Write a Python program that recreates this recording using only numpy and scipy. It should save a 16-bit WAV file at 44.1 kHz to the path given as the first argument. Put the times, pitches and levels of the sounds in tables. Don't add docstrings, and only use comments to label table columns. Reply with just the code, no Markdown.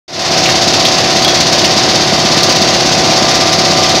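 import sys
import numpy as np
from scipy import signal
from scipy.fft import rfft, irfft
from scipy.io import wavfile
from scipy.ndimage import uniform_filter1d

SR = 44100
rng = np.random.default_rng(int(sys.argv[2]) if len(sys.argv) > 2 else 0)


def master(y):
    cut = np.clip(np.atleast_2d(y).T, -1, 1)
    pcm = np.round(cut * 32767)
    wavfile.write(sys.argv[1], SR, pcm.astype(np.int16))


N = 176400
TIME_S = np.arange(N) / SR
BIN_HZ = np.maximum(np.fft.rfftfreq(N, 1 / SR), 1)
SHAFT_HZ = 16.49
TURN_S = 1 / SHAFT_HZ


def undb(db):
    return 10 ** (np.asarray(db) / 20)

def unit(x):
    return x / np.sqrt(np.mean(x ** 2) + 1e-18)

def curve(points):
    return np.interp(TIME_S, *np.array(points).T)

def wander(rate_hz):
    hold = int(SR / rate_hz)
    steps = np.repeat(rng.standard_normal(N // hold + 1), hold)
    return unit(uniform_filter1d(uniform_filter1d(steps, hold), hold)[:N])

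def colour(x, spectrum):
    hz, db = np.array(spectrum).T
    gain = undb(np.interp(np.log(BIN_HZ), np.log(hz), db))
    return unit(irfft(rfft(x) * gain, N))

def resonate(x, hz, width_hz):
    detuning = (BIN_HZ ** 2 - hz ** 2) / (BIN_HZ * width_hz)
    return unit(irfft(rfft(x) / (1 + detuning ** 2), N))

def clatter(repeat_share):
    size = round(2 * TURN_S * SR)
    cycle = irfft(np.exp(2j * np.pi * rng.random(size // 2 + 1)), size)
    repeating = unit(np.resize(cycle, N))
    return np.sqrt(repeat_share) * repeating + np.sqrt(1 - repeat_share) * rng.standard_normal(N)

def swell(peak_s, rise_s, fall_s):
    offset_s = (TIME_S - peak_s + TURN_S / 2) % TURN_S - TURN_S / 2
    return np.exp(-.5 * (offset_s / np.where(offset_s < 0, rise_s, fall_s)) ** 2)

def grains(per_s, spread_db):
    hits = rng.random(N) < per_s / SR
    sizes = np.minimum(rng.exponential(size=N), 5)
    return hits * undb(spread_db * sizes) * rng.choice([-1, 1], N)

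def tone(hz, ripple=1, drift_rad=.043, slip_rad=.21, waver_db=.48):
    phase = 2 * np.pi * (hz * TIME_S + rng.random()) + drift_rad * wander(3.9) + slip_rad * wander(.83)
    return np.sqrt(2) * np.real(ripple * np.exp(1j * phase)) * unit(undb(waver_db * wander(4.97)))


# pitch_hz, level_db, lower_sideband_db, upper_sideband_db
DRONE_TONES = [(98.94, -32, -70, -70), (148.4, -37, -70, -38), (163.6, -27.5, -70, -70),
               (204.1, -35, -70, -70), (244.6, -34, -70, -70), (294.1, -35, -39, -70),
               (310.6, -32, -70, -70), (351.1, -24.5, -40, -33), (378.9, -31, -70, -70),
               (498.1, -35, -37, -36), (571.6, -29, -38, -70), (735.2, -35, -70, -36),
               (939.5, -38, -70, -70), (1012.7, -32, -43, -37), (1306.5, -39, -70, -70)]
# roller_rate_multiple, level_db, sign
ROLLER_SIDEBANDS = [(-1, -30.5, -1), (1, -22.3, 1), (2, -34.5, -1)]

def motors(bearing_hz=678.2, roller_hz=73.55, rise_db_per_s=.42):
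    stroke = np.exp(2j * np.pi * 2 * SHAFT_HZ * (TIME_S - .002))
    drone = sum(tone(hz, undb(db) + undb(lower_db) / stroke + undb(upper_db) * stroke)
                for hz, db, lower_db, upper_db in DRONE_TONES)
    roller = np.exp(2j * np.pi * roller_hz * TIME_S)
    wobble = sum(sign * undb(db) * roller ** multiple for multiple, db, sign in ROLLER_SIDEBANDS)
    bearing = tone(bearing_hz, undb(-23) + undb(-28) / stroke + wobble)
    return (drone + bearing) * undb(rise_db_per_s * (TIME_S - 1))


# time_s, level_db
WHINE_LEVEL = [(0, -47), (.9, -45.5), (1.5, -36.5), (2.498, -27.5), (2.92, -38), (3.35, -25.5), (4, -26.5)]

def bearing_whine(pitch_hz=1192.6, flicker_db=3):
    whine = unit(tone(pitch_hz) * undb(flicker_db * wander(50)))
    return undb(curve(WHINE_LEVEL)) * whine


# start_in_cycle_s, pitch_hz, ring_s, level_db
DECK_KNOCKS = [(.000, 190, .002, -34), (.008, 170, .002, -33), (.016, 160, .002, -31),
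               (.059, 350, .0018, -34), (.061, 640, .0016, -30), (.068, 240, .0013, -25),
               (.076, 160, .0025, -34), (.086, 90, .005, -35)]
# time_s, gain_db
KNOCK_GAIN = [(0, -2.5), (1.1, -1.5), (1.6, .8), (2.4, 1.2), (2.9, .8), (4, -1.5)]

def deck_knocks(scatter_db=1.3):
    knocks = 0
    for start_s, hz, ring_s, db in DECK_KNOCKS:
        age_s = (TIME_S - start_s) % (2 * TURN_S)
        knock = np.sin(2 * np.pi * hz * age_s) * age_s * np.exp(-age_s / ring_s)
        knocks += undb(db) * resonate(knock * undb(scatter_db * wander(12)), hz, width_hz=2 * hz)
    return knocks * undb(curve(KNOCK_GAIN))

def deck_shudder(level_db=-29):
    shudder = resonate(clatter(repeat_share=.6), hz=175, width_hz=170)
    return undb(level_db) * unit(shudder * swell(peak_s=.007, rise_s=.012, fall_s=.012))


# freq_hz, gain_db
RUMBLE_SPECTRUM = [(20, -21), (45, -27), (62, -24), (80, -7), (115, -3), (160, -7), (220, -4), (290, -0.5),
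                   (420, -1.5), (520, 1), (700, 0.5), (900, -3.5), (1200, -6.5), (1600, -16.5), (2500, -32),
                   (6000, -50)]

def frame_rumble(level_db=-19.5):
    return undb(level_db) * colour(clatter(repeat_share=.33), RUMBLE_SPECTRUM)


# peak_in_turn_s, rise_s, fall_s, gain_db
SAND_LANDINGS = [(0.0147, 0.0069, 0.014, 0.5), (0.042, 0.0054, 0.0083, -5.5)]
# freq_hz, gain_db
SAND_SPECTRUM = [(400, -15), (1200, -14.5), (2000, -10.5), (3000, -6.5), (3800, -3.5), (4600, 1.5),
                 (5500, -1), (6500, -4), (6750, -9), (7100, -10.5), (8000, -20), (11000, -30),
                 (15500, -42.5)]

def sand(bed_db=-15.5, grit_db=-46.5, scatter_db=1):
    landings = sum(undb(db) * swell(peak_s, rise_s, fall_s)
                   for peak_s, rise_s, fall_s, db in SAND_LANDINGS)
    landings *= undb(scatter_db * wander(16))
    bed = colour(grains(per_s=9000, spread_db=1.5) * landings, SAND_SPECTRUM)
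    grit = resonate(grains(per_s=490, spread_db=3) * landings, hz=9000, width_hz=12000)
    return undb(bed_db) * bed + undb(grit_db) * grit


# freq_hz, gain_db
WATER_SPECTRUM = [(300, -14), (900, -3.5), (1500, -3.5), (2000, -3), (2700, -3), (3600, -3), (4600, 3),
                  (6450, -5), (6750, -11), (7200, -14), (8000, -21.5), (11000, -28.5), (15500, -38.5)]

def water(level_db=-14, flicker_db=.5):
    drops = grains(per_s=12000, spread_db=2.2) * undb(flicker_db * wander(60))
    return undb(level_db) * colour(drops, WATER_SPECTRUM)


# centre_hz, width_hz, lift_db
TROUGH_RESONANCES = [(1490, 53, 2.5), (1990, 290, 3), (2700, 186, 2), (3540, 160, 1.5), (3690, 140, 4),
                     (4600, 250, 0.4), (5113, 210, 1), (6550, 130, 1.5)]

def trough(x, loss_db=.46):
    lift_db = sum(db / (1 + (2 * (BIN_HZ - hz) / width_hz) ** 2)
                  for hz, width_hz, db in TROUGH_RESONANCES)
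    return irfft(rfft(x) * undb(lift_db - loss_db), N)


# start_s, clack_db, pitch_hz, ring_s, tick_db, plate_db
STONE_STRIKES = [(.457, -7, 2830, 0.013, -32.5, -32), (0.489, -10, 1700, 0.0082, -22.5, -36),
                 (.851, -3.5, 3460, 0.0077, -15.5, -20), (.862, -8, 3800, 0.0057, -27.5, -30),
                 (.886, -9, 3700, .008, -31, -27), (1.247, -3, 3460, .005, -20, -12),
                 (1.28, -8, 3600, 0.0088, -32.5, -20), (1.411, -8, 4200, .008, -27, -36),
                 (1.644, -10, 2900, 0.012, -32.5, -27), (2.432, -8, 4300, 0.0078, -22, -36),
                 (2.561, -14, 4553, .005, -23, -40)]

def stones(tick_s=.0012, plate_hz=3330, plate_ring_s=.045):
    strikes = 0
    for start_s, clack_db, hz, ring_s, tick_db, plate_db in STONE_STRIKES:
        age_s = np.maximum(TIME_S - start_s, 0)
        noise = rng.standard_normal(N)
        clack = undb(clack_db) * resonate(noise, hz, width_hz=1450) * np.exp(-age_s / ring_s)
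        tick = undb(tick_db) * noise * np.exp(-age_s / tick_s)
        plate = undb(plate_db) * np.sin(2 * np.pi * plate_hz * age_s) * np.exp(-age_s / plate_ring_s)
        strikes += (age_s > 0) * (clack + tick + plate)
    return strikes

def scene():
    machine = motors() + bearing_whine() + deck_knocks() + deck_shudder() + frame_rumble()
    return (machine + trough(sand() + water()) + stones())[None]


# time_s, gain
FADE_IN = [(0.079, 0), (0.082, 0.092), (.13, 0.2), (.2, 0.46), (.27, 0.66), (.34, 0.82), (.42, 0.944)]
DRIVE_DB, CEILING, KNEE_ORDER, LOWPASS_HZ = .7, .99, 10, 15650

def record(dry):
    driven = dry * undb(DRIVE_DB) * curve(FADE_IN)
    clipped = driven / (1 + np.abs(driven / CEILING) ** KNEE_ORDER) ** (1 / KNEE_ORDER)
    return signal.sosfilt(signal.ellip(10, .2, 60, LOWPASS_HZ, fs=SR, output="sos"), clipped)


dry = scene()
out = record(dry)
master(out)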